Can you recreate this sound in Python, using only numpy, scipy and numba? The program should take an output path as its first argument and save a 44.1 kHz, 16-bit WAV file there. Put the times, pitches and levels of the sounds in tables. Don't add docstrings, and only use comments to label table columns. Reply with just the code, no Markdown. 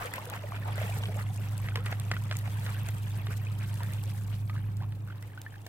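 import sys
import numpy as np
from scipy import signal
from scipy.fft import rfft, irfft, next_fast_len
from scipy.io import wavfile
from scipy.ndimage import uniform_filter1d, map_coordinates
from numba import njit

SR = 44100
rng = np.random.default_rng(int(sys.argv[2]) if len(sys.argv) > 2 else 0)


def transcribe(signal):
    frames = np.atleast_2d(signal).T
    limited = np.clip(frames, -1, 1)
    pcm = np.round(limited * 32767).astype(np.int16)
    wavfile.write(sys.argv[1], SR, pcm)


N = 250488
TIME = np.arange(N) / SR
SWAN_LAG_MS, SHORE_LAG_MS = -.32, .1
CUTOFF_HZ = 16000


# t/s, bubbling level/dB, spray level/dB
STIRRING = [(0.0, -45.5, -57), (0.14, -49, -60), (0.41, -53, -62), (0.65, -54.5, -64), (0.87, -46, -52.5),
            (1.2, -53.5, -59.5), (1.55, -51.5, -59.5), (1.75, -52.5, -65), (2.12, -57, -61.5),
            (2.8, -52, -57.5), (3.61, -56.5, -63), (3.94, -55, -58.5), (4.26, -61.5, -62), (4.9, -68, -71),
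            (5.68, -65.5, -69)]
def churn(surge_db=2.23, surges_per_s=9):
    stir_db, spray_db = in_time(STIRRING)
    small_db = stir_db + 1.9 + surge_db * flutter(surges_per_s)
    large_db = -61 + 9.5 * swan_near(TIME) + .34 * (stir_db - stir_db.mean())
    large = gurgle(370, 950, cycles=27, rise=.55, spread_db=4, count=700)
    small = gurgle(850, 5200, cycles=32, rise=.18, spread_db=4.8, count=3400)
    trickle = gurgle(2200, 3800, cycles=50, rise=.12, spread_db=4, count=1500)
    near = .8 * small + .75 * slosh()
    far = from_db(-13.5) * diffuse(BUBBLE_SPECTRUM)
    thrown = from_db(3.5) * spray() + from_db(-1 + surge_db * flutter(surges_per_s)) * trickle
    return from_db(large_db) * large + from_db(small_db) * (near + far) + from_db(spray_db) * thrown


# f/Hz, level/dB
BUBBLE_SPECTRUM = [(190, 6), (330, -11), (376, -3.5), (463, 1), (636, 1.5), (1240, -0.5), (1940, -1),
                   (2190, -4.5), (2940, -6.5), (4500, -16), (5850, -18.5), (9900, -120)]
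def gurgle(low_hz, high_hz, cycles, rise, spread_db, count):
    when, pitch, climb = rng.random((3, count))
    size, damping = rng.standard_normal((2, count))
    born = when * N / SR
    hz = low_hz * (high_hz / low_hz) ** pitch
    height = from_db(at_hz(BUBBLE_SPECTRUM, hz) + spread_db * np.minimum(size, 2)) * hz / low_hz
    t60 = cycles / hz * from_db(4 * np.clip(damping, -2, 2))
    return evened(ring_bubbles(born, height, hz, t60, rise * climb, bearings(born)), seconds=.81)


def slosh(spurt_db=2.3, spurts_per_s=60):
    out, swan = np.zeros((2, N)), swan_share(TIME)
    for share, lag_ms in ((swan, SWAN_LAG_MS), (1 - swan, SHORE_LAG_MS)):
        spurts = rng.standard_normal(N) * from_db(spurt_db * np.minimum(flutter(spurts_per_s), 2))
        add(out, coloured(spurts * np.sqrt(share), BUBBLE_SPECTRUM), 0, lag_ms)
    return rms_one(out)


# f/Hz, level/dB
SPRAY_SPECTRUM = [(2000, -17), (3500, -4), (5200, -7), (7300, -5), (8450, -2), (9700, -6), (12900, -3),
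                  (16000, -10.5)]
def spray(count=2600, spread_db=6, octaves=2):
    when, pitch, size = rng.random((3, count))
    born = when * N / SR
    hz = CUTOFF_HZ / 2 ** (octaves * pitch ** 1.5)
    height = from_db(spread_db * np.minimum(-np.log(1 - size), 2.6))
    t60 = .0016 * rng.uniform(.2, 1.8, count)
    ticks = ring_bubbles(born, height, hz, t60, np.zeros(count), bearings(born))
    crackle = evened(coloured(ticks, SPRAY_SPECTRUM), seconds=.25)
    fizz = diffuse(SPRAY_SPECTRUM) * from_db(3.5 * flutter(90))
    return .75 * (crackle + fizz) * from_db([[.5], [-.5]])


# t/s, level/dB, f/Hz
AIR_POCKETS = [(.05, -34.5, 488), (.44, -35.5, 546), (.655, -33, 840), (.815, -31.5, 603), (.965, -39, 806),
               (1.085, -41, 393), (1.16, -36, 554), (1.3, -41, 720), (1.535, -46, 710), (1.778, -38, 438),
               (3.284, -43, 401), (3.82, -41, 657)]
def glugs(cycles=52.6, rise=.6):
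    s, level_db, hz = np.array(AIR_POCKETS).T.copy()
    return ring_bubbles(s, from_db(level_db), hz, cycles / hz, np.full(len(s), rise), bearings(s))


# t/s, relative level/dB, f/Hz, ring t60/s, smack offset/dB
SLAPS = [(0.1374, -24.5, 1990, 0.03, -4.5), (0.182, -23.5, 1020, 0.034, -7.5),
         (0.305, -25, 1100, 0.014, -16), (0.3366, -23.5, 1580, 0.014, -9), (0.521, -18.5, 1070, 0.014, -26),
         (0.681, -29, 710, 0.031, -12), (0.7792, -25, 594, 0.042, -6), (0.8265, -27.5, 597, 0.024, -4),
         (0.8934, -25, 665, 0.031, -23), (1.0362, -27, 3080, 0.02, -3), (1.056, -30.5, 3200, 0.022, -4),
         (1.675, -30, 1860, 0.014, -24), (1.6863, -29, 2150, 0.012, 0), (1.7209, -29, 1440, 0.018, -19),
         (1.757, -31.5, 1290, 0.012, 10.5), (1.7723, -29, 1014, 0.056, -3), (1.862, -34, 1680, 0.022, 8.5),
         (1.9255, -22, 740, 0.017, -4.5), (2.1147, -12, 1440, 0.01, -8), (2.137, -26.5, 1870, 0.045, -10),
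         (2.1663, -25.5, 1420, 0.034, -7), (2.312, -22.5, 1390, 0.011, -3), (2.325, -30.5, 1660, 0.013, 3),
         (2.3545, -38, 1130, 0.01, 4), (2.4767, -25, 754, 0.014, -15), (2.664, -35, 1100, 0.01, 7.5),
         (2.8878, -33, 830, 0.03, 2.5), (3.269, -28.5, 1500, 0.0047, -0.5),
         (3.468, -30.5, 2470, 0.037, -23), (3.805, -29.5, 942, 0.052, -8.5),
         (4.4966, -34.5, 1210, 0.081, -0.5), (4.9222, -38.5, 1860, 0.015, -4.5),
         (5.2256, -43.5, 1960, 0.038, 1.5), (5.376, -30.5, 1475, 0.044, -12),
         (5.4636, -27.5, 1734, 0.045, -25), (5.6645, -27.5, 720, 0.01, -9)]
# f/Hz, level/dB
SMACK_SPECTRUM = [(200, -30), (500, -4.5), (1000, -7), (1800, -1.5), (3000, -6), (4500, -12.5), (9000, -29),
                  (16000, -37)]
def plops(ring_gain_db=-5, smack_gain_db=1.5, rise=.17, spatter_t60=.028):
    s, level_db, hz, t60, smack_db = np.array(SLAPS).T.copy()
    lag_ms = SHORE_LAG_MS + .6 * (SWAN_LAG_MS - SHORE_LAG_MS) * swan_near(s)
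    out = ring_bubbles(s, from_db(level_db + ring_gain_db), hz, t60, np.full(len(s), rise), lag_ms)
    t = TIME[:SR // 20]
    pushes = .41 * rng.standard_normal((len(s), len(t))) * from_db(-60 * t / spatter_t60)
    pushes[:, 0] = 2
    peaks = from_db(level_db + smack_db + smack_gain_db)
    for k, smack in enumerate(coloured(pushes, SMACK_SPECTRUM)):
        add(out, smack / np.abs(smack).max() * peaks[k], s[k], lag_ms[k])
    return out


# t/s, peak level/dB, left over right/dB
LOUD_DROPS = [(0.0353, -30, -4), (0.0574, -27, 3), (0.138, -23.5, 0), (0.1594, -30, 3), (0.255, -30.5, 3.5),
              (0.2994, -26, 3), (1.579, -31, 11), (1.7578, -26, -4), (1.8587, -29.5, -1), (1.9988, -27, -3),
              (2.2383, -35, 7), (2.369, -22, 3), (2.3883, -28, 2), (2.887, -27, -5), (3.7415, -31.5, -1),
              (3.8336, -27.5, 0), (3.9356, -30.5, 0), (4.0376, -29, 0), (4.7695, -36.5, 0), (5.225, -38, 0),
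              (5.4163, -31.5, 0), (5.6657, -36.5, 12)]
def drops(drip_count=18, t60=.008):
    drip_s = rng.random(drip_count) * N / SR
    drip_db = in_time(STIRRING, drip_s)[1] + 18.5
    drip_pan_db = rng.uniform(-9.6, 6, drip_count)
    rows = np.vstack([LOUD_DROPS, np.transpose([drip_s, drip_db, drip_pan_db])])
    out, t = np.zeros((2, N)), TIME[:SR // 40]
    ticks = coloured(rng.standard_normal((len(rows), len(t))) * from_db(-60 * t / t60), SPRAY_SPECTRUM)
    for tick, (s, peak_db, pan_db), lag_ms in zip(ticks, rows, bearings(rows[:, 0])):
        add(out, tick / np.abs(tick).max() * from_db(peak_db), s, lag_ms, pan_db)
    return out


def swan_near(s, leaves_s=1.11, fade_s=.16):
    return np.clip(1 - (s - leaves_s) / fade_s, 0, 1)


def swan_share(s, near=.6, away=.42):
    return away + (near - away) * swan_near(s)


def bearings(born, scatter_ms=.066):
    by_swan = rng.random(len(born)) < swan_share(born)
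    return np.where(by_swan, SWAN_LAG_MS, SHORE_LAG_MS) + scatter_ms * rng.standard_normal(len(born))


@njit
def ring_bubbles(born, height, hz, t60, rise, lag_ms):
    out = np.zeros((2, N))
    for k in range(len(born)):
        for mic in range(2):
            start = born[k] + (.5 - mic) * lag_ms[k] / 1000
            for i in range(max(0, int(start * SR) + 1), min(N, int((start + t60[k]) * SR))):
                t = i / SR - start
                age, turns = t / t60[k], hz[k] * t
                envelope = height[k] * min(1., 1.5 * turns) * np.exp(-6.9 * age)
                out[mic, i] += envelope * np.sin(2 * np.pi * turns * (1 + rise[k] * age / 2))
    return out


# t/s, relative level/dB, centre f/Hz
WAVELETS = [(0.02, -35, 1530), (0.061, -36, 1880), (.16, -35, 2030), (0.356, -35.5, 1730),
            (0.558, -37.5, 2180), (.69, -39, 975), (0.782, -41, 1500), (0.825, -36.5, 1910),
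            (0.961, -41.5, 1890), (1.201, -36.5, 1630), (1.46, -50, 2470), (1.654, -41.5, 2440),
            (1.78, -42, 1990), (1.871, -38.5, 1600), (1.918, -35.5, 1750), (2.149, -41.5, 1950),
            (2.334, -48, 2330), (2.464, -40, 1920), (2.697, -39, 1500), (2.875, -45, 1670),
            (3.321, -37.5, 1740), (3.629, -40, 2000), (3.829, -40, 1590), (3.931, -45.5, 2330),
            (4.09, -43.5, 2780), (4.34, -44, 2980)]
FOLD_S = .05
def laps(count=40, gain_db=-4.5, spread_db=3, octaves=.444, cycles=24, rise=.22):
    s, level_db, centre_hz = np.repeat(np.array(WAVELETS), count, axis=0).T
    early, late = rng.random((len(s), 2)).T
    pitch, size = np.clip(rng.standard_normal((len(s), 2)), -1.6, 1.6).T
    progress = early - late
    born = s + .63 * FOLD_S * progress
    hz = centre_hz * 2 ** (octaves * pitch + .26 * progress)
    height = from_db(level_db + gain_db + spread_db * size)
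    return ring_bubbles(born, height, hz, cycles / hz, rise * rng.random(len(s)), bearings(born))


def lap_wash(gain_db=-11.5, spray_db=-7.5):
    swell = sum(from_db(db) * np.exp(-(2 * (TIME - s) / FOLD_S) ** 2) for s, db, _ in WAVELETS)
    return swell * from_db(gain_db) * (slosh() + from_db(spray_db) * spray())


# t/s, length/s, relative level/dB, f/Hz, pulse rate/Hz
DUCK_CALLS = [(4.543, .055, -40, 1300, 88), (4.803, .052, -40, 980, 110), (5.073, .07, -43, 1220, 78),
              (5.525, .05, -43, 1200, 62)]
def duck(gain_db=-2, chirp_s=.018, rise=.7, rasp=.35, jitter=.16):
    out, t = np.zeros((2, N)), TIME[:SR // 50]
    envelope = t * from_db(-75 * t / chirp_s)
    envelope /= envelope.max()
    for s, length, level_db, hz, per_s in DUCK_CALLS:
        for k, (late, detune) in enumerate(rng.standard_normal((8, 2))):
            after = (k + jitter * late) / per_s
            progress = np.clip(.13 + .95 * after / length, 0, 1)
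            swell = np.sqrt(max(0, np.sin(np.pi * progress)))
            chirp = np.sin(2 * np.pi * hz * (1 + .185 * detune) * t * (1 + rise * t / chirp_s / 2))
            hiss = rms_one(coloured(rng.standard_normal(len(t)), SMACK_SPECTRUM))
            pulse = (chirp + rasp * hiss) * envelope
            add(out, from_db(level_db + gain_db) * swell * pulse, s + after, SHORE_LAG_MS)
    return out


# multiple of the cycle rate, relative level/dB
ENGINE_LINES = [(6, -25), (9, -32), (11, -26), (12, 0), (13, -14), (14, -25), (15, -13), (16, -22),
                (17, -23), (18, -32), (19, -34), (20, -26), (21, -22), (22, -36), (23, -25), (24, -37),
                (26, -44), (30, -38), (32, -42)]
# f/Hz, level/dB
RUMBLE_SPECTRUM = [(15, -40), (33, -25), (52, 4.5), (80, 4), (130, 5.5), (190, 0), (240, -10.5), (320, -15),
                   (500, -26), (900, -94)]
def engine(cycle_hz=8.567, rumble_db=-14, hum_hz=291, hum_db=-64):
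    turns = cycle_hz * TIME + .003 * flutter(2)
    lines = sum(from_db(db) * np.sin(2 * np.pi * (order * turns + rng.random()))
                for order, db in ENGINE_LINES)
    throb = np.zeros((2, N))
    add(throb, rms_one(lines), 0, lag_ms=-.62, pan_db=-1.4)
    rumble = from_db(rumble_db) * diffuse(RUMBLE_SPECTRUM)
    steady_hum = from_db(hum_db) * np.sqrt(2) * np.sin(2 * np.pi * hum_hz * TIME)
    return engine_swell() * (throb + rumble) + steady_hum


def engine_swell(quiet_db=-45, full_db=-32.5, from_s=.16, rise_s=.56, until_s=4.82, fade_s=.59):
    swell = np.clip(np.minimum((TIME - from_s) / rise_s, 1 - (TIME - until_s) / fade_s), 0, 1)
    return from_db(quiet_db + (full_db - quiet_db) * swell)


# f/Hz, level/dB
AIR_SPECTRUM = [(140, -28.5), (230, 4.5), (280, -1), (334, 1.5), (655, -7.5), (783, -4.5), (1870, -16.5),
                (4010, -33), (6950, -49), (8450, -52), (9910, -41), (14900, -20.5), (16000, -28)]
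def air(level_db=-58.5):
    return from_db(level_db) * diffuse(AIR_SPECTRUM)


# f/Hz, level/dB; then its mean level/dB
WIND_COLOUR, WIND_DB = [(10, 7), (25, 8), (45, -10), (90, -17), (200, -43.5)], -63
def breeze(gust_db=2.1, gusts_per_s=6.5):
    gusts = from_db(WIND_DB + gust_db * flutter(gusts_per_s))
    return gusts * rms_one(coloured(rng.standard_normal((2, N)), WIND_COLOUR))


# f/Hz, coherence/0-1
COHERENCE = [(60, 1), (150, 0.95), (300, 0.81), (640, 0), (1400, 0), (3000, 0)]
def diffuse(spectrum):
    size = 2 * next_fast_len(N // 2 + 1)
    hz = np.fft.rfftfreq(size, 1 / SR)
    alike = at_hz(COHERENCE, hz)
    mid, side = rfft(rng.standard_normal((2, size)))
    pair = np.sqrt(1 + alike) * mid + np.sqrt(1 - alike) * side * [[1], [-1]]
    return rms_one(irfft(pair * from_db(at_hz(spectrum, hz)))[:, :N])


def from_db(db):
    return 10 ** (np.asarray(db) / 20)


def rms_one(x):
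    return x / np.sqrt(np.mean(x ** 2) + 1e-20)


def in_time(rows, at=TIME):
    s, *columns = np.transpose(rows)
    return [np.interp(at, s, c) for c in columns]


def at_hz(points, hz):
    freqs, values = np.transpose(points)
    return np.interp(np.log(np.maximum(hz, 1)), np.log(freqs), values)


def coloured(x, spectrum):
    size = next_fast_len(x.shape[-1] + SR // 10) * 2
    cepstrum = irfft(np.log(from_db(at_hz(spectrum, np.fft.rfftfreq(size, 1 / SR)))))
    cepstrum[1:size // 2] *= 2
    cepstrum[size // 2 + 1:] = 0
    return irfft(rfft(x, size) * np.exp(rfft(cepstrum)))[..., :x.shape[-1]]


def flutter(rate):
    knots = rng.standard_normal(N // 20)
    return rms_one(map_coordinates(knots, [TIME * rate], order=1, mode="wrap"))


def evened(x, seconds):
    power = uniform_filter1d(np.mean(x ** 2, axis=0), int(seconds * SR))
    return x / np.sqrt(uniform_filter1d(power, int(seconds * SR)) + .01 * power.mean())


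def add(out, sound, s, lag_ms, pan_db=0):
    for mic, sign in enumerate((1, -1)):
        start = max(0, round((s + sign * lag_ms / 2000) * SR))
        part = sound[:max(0, N - start)]
        out[mic, start:start + len(part)] += part * from_db(sign * pan_db / 2)


def scene():
    water = churn() + laps() + lap_wash() + glugs() + plops() + drops()
    return water + duck() + engine() + air() + breeze()


def record(dry):
    return signal.sosfilt(signal.ellip(10, .2, 80, CUTOFF_HZ, fs=SR, output="sos"), dry)


dry = scene()
out = record(dry)
transcribe(out)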